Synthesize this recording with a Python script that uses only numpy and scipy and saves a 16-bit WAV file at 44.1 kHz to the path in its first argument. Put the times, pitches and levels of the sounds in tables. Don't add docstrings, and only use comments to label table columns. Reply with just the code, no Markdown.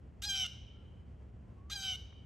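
import sys
import numpy as np
from scipy import signal
from scipy.fft import rfft, irfft
from scipy.io import wavfile
from scipy.ndimage import uniform_filter1d

SR = 44100
rng = np.random.default_rng(int(sys.argv[2]) if len(sys.argv) > 2 else 0)


def master_out(mix):
    frames = np.transpose(np.atleast_2d(mix))
    ceiling = np.clip(frames, -1, 1)
    pcm = np.round(ceiling * 32767).astype(np.int16)
    wavfile.write(sys.argv[1], SR, pcm)


N = 99225
T = np.arange(N) / SR
FREQS = np.arange(N + 1) * SR / (2 * N)


def undb(db):
    return 10 ** (np.asarray(db) / 20)


def unit(x):
    return x / np.sqrt(np.mean(x ** 2))


def curve(rows, column=1):
    rows = np.array(rows)
    return np.interp(T, rows[:, 0], rows[:, column])


def across(rows):
    rows = np.array(rows)
    return np.interp(np.log(FREQS + 1), np.log(rows[:, 0]), rows[:, 1])


def shape(x, gain):
    return irfft(rfft(x, 2 * N) * gain)[..., :N]


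def below(hz, order=40):
    return 1 / (1 + (FREQS / hz) ** order)


def wander(hz):
    return unit(shape(rng.standard_normal(N), below(hz, order=4)))


def decay(age_s, t60_s):
    return np.exp(-np.log(1000) * age_s / t60_s)


def background():
    # (frequency [Hz], relative density [dB])
    spectrum = [(15, -71), (25, -31.5), (49, -8.5), (71, -5), (116, -7), (148, -17), (183, -14.5),
                (240, -20.5), (331, -26), (421, -27), (703, -35), (1240, -42), (3170, -50), (3630, -58),
                (7500, -62), (15500, -83)]
    # (frequency [Hz], side minus mid [dB])
    width = [(60, -22.5), (110, -17), (200, -6.5), (380, -8.5), (700, -0.5), (1290, -2), (2380, -16.5)]
    level_db, throb_db = -53, 0.91
    colour = undb(across(spectrum))
    mid = shape(rng.standard_normal(N), colour)
    side = shape(rng.standard_normal(N), colour * undb(across(width)))
    return np.array([mid + side, mid - side]) / np.std(mid) * undb(level_db + throb_db * wander(13))


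def drone():
    centre_hz, width_hz, level_db = 66.6, 12, -56.5
    peak = 1 / (1 + ((FREQS - centre_hz) / width_hz) ** 2) ** 2
    return undb(level_db) * unit(shape(rng.standard_normal(N), peak))


def far_bird():
    centre_s, half_width_s, pitch_hz, level_db = .79, 0.055, 1370, -77.5
    tone = unit(np.sin(2 * np.pi * pitch_hz * T + 0.9 * wander(53)))
    return tone * undb(level_db) * np.exp(-((T - centre_s) / half_width_s) ** 2)


def whistle():
    # (time [s], pitch [Hz], level [dB])
    glide = [(1.42, 1012, -83), (1.56, 1075, -79.5), (1.6, 1098, -68.5), (1.64, 1108, -74),
             (1.7, 1180, -74), (1.715, 1230, -100)]
    pitch_hz = curve(glide) * (1 + 0.01224 * wander(80))
    tone = unit(np.sin(2 * np.pi * np.cumsum(pitch_hz) / SR))
    gate = (T > glide[0][0]) & (T < glide[-1][0])
    return gate * undb(curve(glide, column=2)) * tone


def tap():
    start_s, attack_s, t60_s, level_db = 2.126, 0.00084, 0.023, -54.5
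    noise = unit(shape(rng.standard_normal((2, N)), below(2500, order=4)))
    age_s = np.maximum(T - start_s, 0)
    return noise * undb(level_db) * np.minimum(age_s / attack_s, 1) * decay(age_s, t60_s)


def woodland_echo(x):
    # (band centre [Hz], level [dB], t60 [s])
    bands = [(800, -21.5, 1), (1540, -17, 0.59), (2350, -16, 1.3), (2720, -15, .95), (3090, -19, 1.205),
             (3800, -17, .85), (5740, -15.5, 0.61), (8140, -19.5, 0.36)]
    delay_s, build_s, crossfeed = 0.0089, 0.019, 0.55
    near_db, near_t60_s = -16, 0.21
    age_s = np.maximum(T - delay_s, 0)
    build = 1 - np.exp(-age_s / build_s)
    response = 0
    for hz, db, t60_s in bands:
        share = across([(row[0], float(row[0] == hz)) for row in bands])
        noise = shape(rng.standard_normal((2, N)), np.sqrt(share))
        response += undb(db) * unit(build * decay(age_s, t60_s)) * noise
    near = (age_s > 0) * decay(age_s, near_t60_s)
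    response += undb(near_db) * unit(near) * rng.standard_normal((2, N))
    response = response + crossfeed * response[::-1]
    return signal.fftconvolve(x[None], response / np.sqrt(N), axes=1)[:, :N]


def harmonics(phase, rasp_phase, rasp, count):
    throttling = [(.12, 0), (.45, -1.3), (.65, 1.3), (.33, 1.3), (.5, .6), (.5, .3)]
    scatter_rad, stray_rad, swing_rad, flicker_db = 1.01, .085, .21, 2.1
    flicker, stray = wander(42), wander(97)
    out = 0
    for k in range(1, count + 1):
        depth, lead_rad = throttling[min(k, len(throttling)) - 1]
        lag = scatter_rad * rng.standard_normal() + stray_rad * k * np.roll(stray, rng.integers(N))
        gain = undb(flicker_db * np.roll(flicker, rng.integers(N)))
        throttle = 1 + depth * rasp * np.cos(rasp_phase + lag + lead_rad)
        swing = swing_rad * rasp * np.cos(rasp_phase + lag)
        out += gain * throttle * np.cos(k * (phase + swing) + rng.uniform(0, 2 * np.pi))
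    return out


def syrinx(pitch_hz, rough, rasp):
    settled_hz, speedup_hz, settled_depth = 130, 70.83, .75
    jitter_rad, jitter_hz, shimmer, hiss_db = 0.323, 333.7, 0.35, -6.5
    rasp_hz = settled_hz + speedup_hz * np.clip(1 - rasp / settled_depth, 0, 1)
    rasp_phase = 2 * np.pi * np.cumsum(rasp_hz * (1 + .04 * wander(55))) / SR
    phase = 2 * np.pi * np.cumsum(pitch_hz * (1 + 0.0012 * wander(70))) / SR
    phase += jitter_rad * rough * wander(jitter_hz)
    tone = unit(harmonics(phase, rasp_phase, rasp, count=20))
    noise = shape(rng.standard_normal(N), 1 - below(2000, order=6))
    hiss = undb(hiss_db) * rough * (1 + .7 * np.cos(phase)) * noise
    return (tone + hiss) * np.exp(shimmer * rough * wander(290))


def squawk(span_s, pitch, quality, upper_hz, levels):
    # (frequency [Hz], relative gain [dB])
    colour = [(600, -42.5), (780, -16), (960, -39), (1200, -2), (1390, -8.5), (1590, -6), (1860, -11.5),
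              (2050, -9.5), (2350, -17), (2650, -7.5), (3080, -1.5), (3450, -10), (3950, -16.5),
              (4400, -22), (4900, -18), (5200, -22), (6350, -12.5), (6800, -17.5), (8000, -21.5),
              (8800, -28), (9700, -28), (10550, -40), (11400, -25.5), (12600, -30), (13900, -48)]
    edges_hz = [550, 1050, 1900, 2600, 3500, 4400, 5250, 5950, 7000, 16000]
    attack_s, release_s, upper_width_hz, upper_db = .004, 0.0072, 550, 8.5
    start_s, end_s = span_s
    gate = np.clip((T - start_s) / attack_s, 0, 1) * np.clip((end_s - T) / release_s, 0, 1)
    source = syrinx(curve(pitch), rough=curve(quality), rasp=curve(quality, column=2))
    resonance_db = upper_db * np.exp(-((FREQS - upper_hz) / upper_width_hz) ** 2)
    throat = undb(across(colour) + resonance_db)
    out = 0
    for column, (low_hz, high_hz) in enumerate(zip(edges_hz, edges_hz[1:]), start=1):
        band = shape(source, throat * (below(high_hz) - below(low_hz)))
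        running_rms = np.sqrt(uniform_filter1d(band ** 2, size=1100) + 1e-12)
        out += band / running_rms * undb(curve(levels, column))
    return out * gate


def hawk():
    # (start [s], end [s])
    spans_s = [(.218, 0.4717), (1.697, 1.965)]
    # (time [s], pitch [Hz])
    pitches = [
        [(.218, 589.6), (.224, 666), (.231, 810), (.243, 799.3), (.268, 830.3), (.281, 828), (.293, 796.5),
         (.335, 785.3), (.372, 775.6), (.41, 757.2), (.437, 751.4), (.449, 705.2), (.475, 715.5)],
        [(1.698, 597), (1.707, 627), (1.713, 802), (1.732, 800), (1.747, 833), (1.762, 800.5), (1.783, 780.7),
         (1.85, 772.8), (1.895, 755.8), (1.925, 753), (1.94, 718), (1.965, 743)],
    ]
    # (time [s], roughness [0-1], rasp depth [0-1])
    qualities = [
        [(.218, 0.94, 0), (.235, 0.36, 0), (.255, 0.46, 0.11), (.272, 0, 0.06), (.325, 0.01, .22),
         (.355, 0.23, 1), (.43, 0.13, .85), (.45, 0.5, 0.65), (.474, 0.5, 0.6)],
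        [(1.698, 1, 0), (1.718, .33, 0), (1.735, 0.38, 0.15), (1.752, 0.18, 0.04), (1.78, 0, 0.23),
         (1.83, 0.21, 0.78), (1.935, 0.13, .75), (1.962, 0.2, 0.8)],
    ]
    upper_hz = [5720, 6030]
    # (time [s], level of each of nine bands, low to high [dB])
    levels = [
        [(0.222, -64, -57, -65, -49.5, -57, -52.5, -59, -51.5, -53),
         (0.238, -73, -54, -53.5, -55, -40.5, -57, -56, -60, -47.5),
         (0.252, -61.5, -50, -57, -46.5, -41.5, -53, -53, -46, -53.5),
         (0.272, -55.5, -59, -66, -61, -49.5, -40, -56, -78, -58),
         (0.298, -63.5, -48, -51, -36.5, -44.5, -50.5, -50, -40.5, -51),
         (0.34, -62.5, -52.5, -52.5, -36.5, -48, -55.5, -59, -61, -57),
         (0.362, -58, -53, -51.5, -39.5, -49, -49.5, -46, -60, -55.5),
         (0.432, -60, -60.5, -52, -34, -49.5, -63.5, -45.5, -56, -55.5),
         (0.456, -66, -53.5, -55, -41.5, -56.5, -56, -59, -61, -64.5),
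         (0.47, -70, -54, -63, -38, -48, -69, -50, -51, -53.5)],
        [(1.702, -69, -55.5, -62.5, -58, -56, -56, -64, -56.5, -61.5),
         (1.712, -66, -61, -55, -59, -47, -57, -59, -57, -54.5),
         (1.722, -75, -49.5, -58, -45, -43, -57, -57, -56, -54),
         (1.735, -60, -54.5, -55, -47, -41.5, -51.5, -56, -56, -54),
         (1.751, -59, -56, -65, -67, -57.5, -51.5, -69, -58, -66),
         (1.764, -62, -51.5, -55, -48, -46.5, -41.5, -70, -53, -59),
         (1.782, -60, -53, -61, -48.5, -52.5, -64, -68, -60, -56),
         (1.81, -61.5, -53.5, -61, -56, -51, -53.5, -57.5, -53, -58.5),
         (1.836, -60, -52.5, -59.5, -41.5, -48.5, -51.5, -67, -55, -57),
         (1.884, -59, -55.5, -54, -37.5, -49.5, -53.5, -49, -69, -59),
         (1.924, -61, -60.5, -54.5, -38.5, -58, -58.5, -55, -59, -62),
         (1.958, -76, -63.5, -59, -43.5, -53.5, -77, -57, -72, -64)],
    ]
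    return sum(squawk(*call) for call in zip(spans_s, pitches, qualities, upper_hz, levels))


def scene():
    # (frequency [Hz], left lead [rad])
    port_phase = [(1900, 0), (2900, -.68), (4200, -.48), (6600, 0), (8400, -.5), (9000, .2), (10500, 3.1),
                  (12000, 6.1), (13800, 9.2)]
    calls = hawk()
    lead = np.exp(1j * across(port_phase) / 2)
    direct = np.array([shape(calls, lead), shape(calls, lead.conj())])
    return direct + woodland_echo(calls) + whistle() + tap() + far_bird() + drone() + background()


def record(dry):
    cutoff_hz = 15800
    return signal.sosfilt(signal.ellip(8, .2, 70, cutoff_hz, fs=SR, output="sos"), dry)


dry = scene()
out = record(dry)
master_out(out)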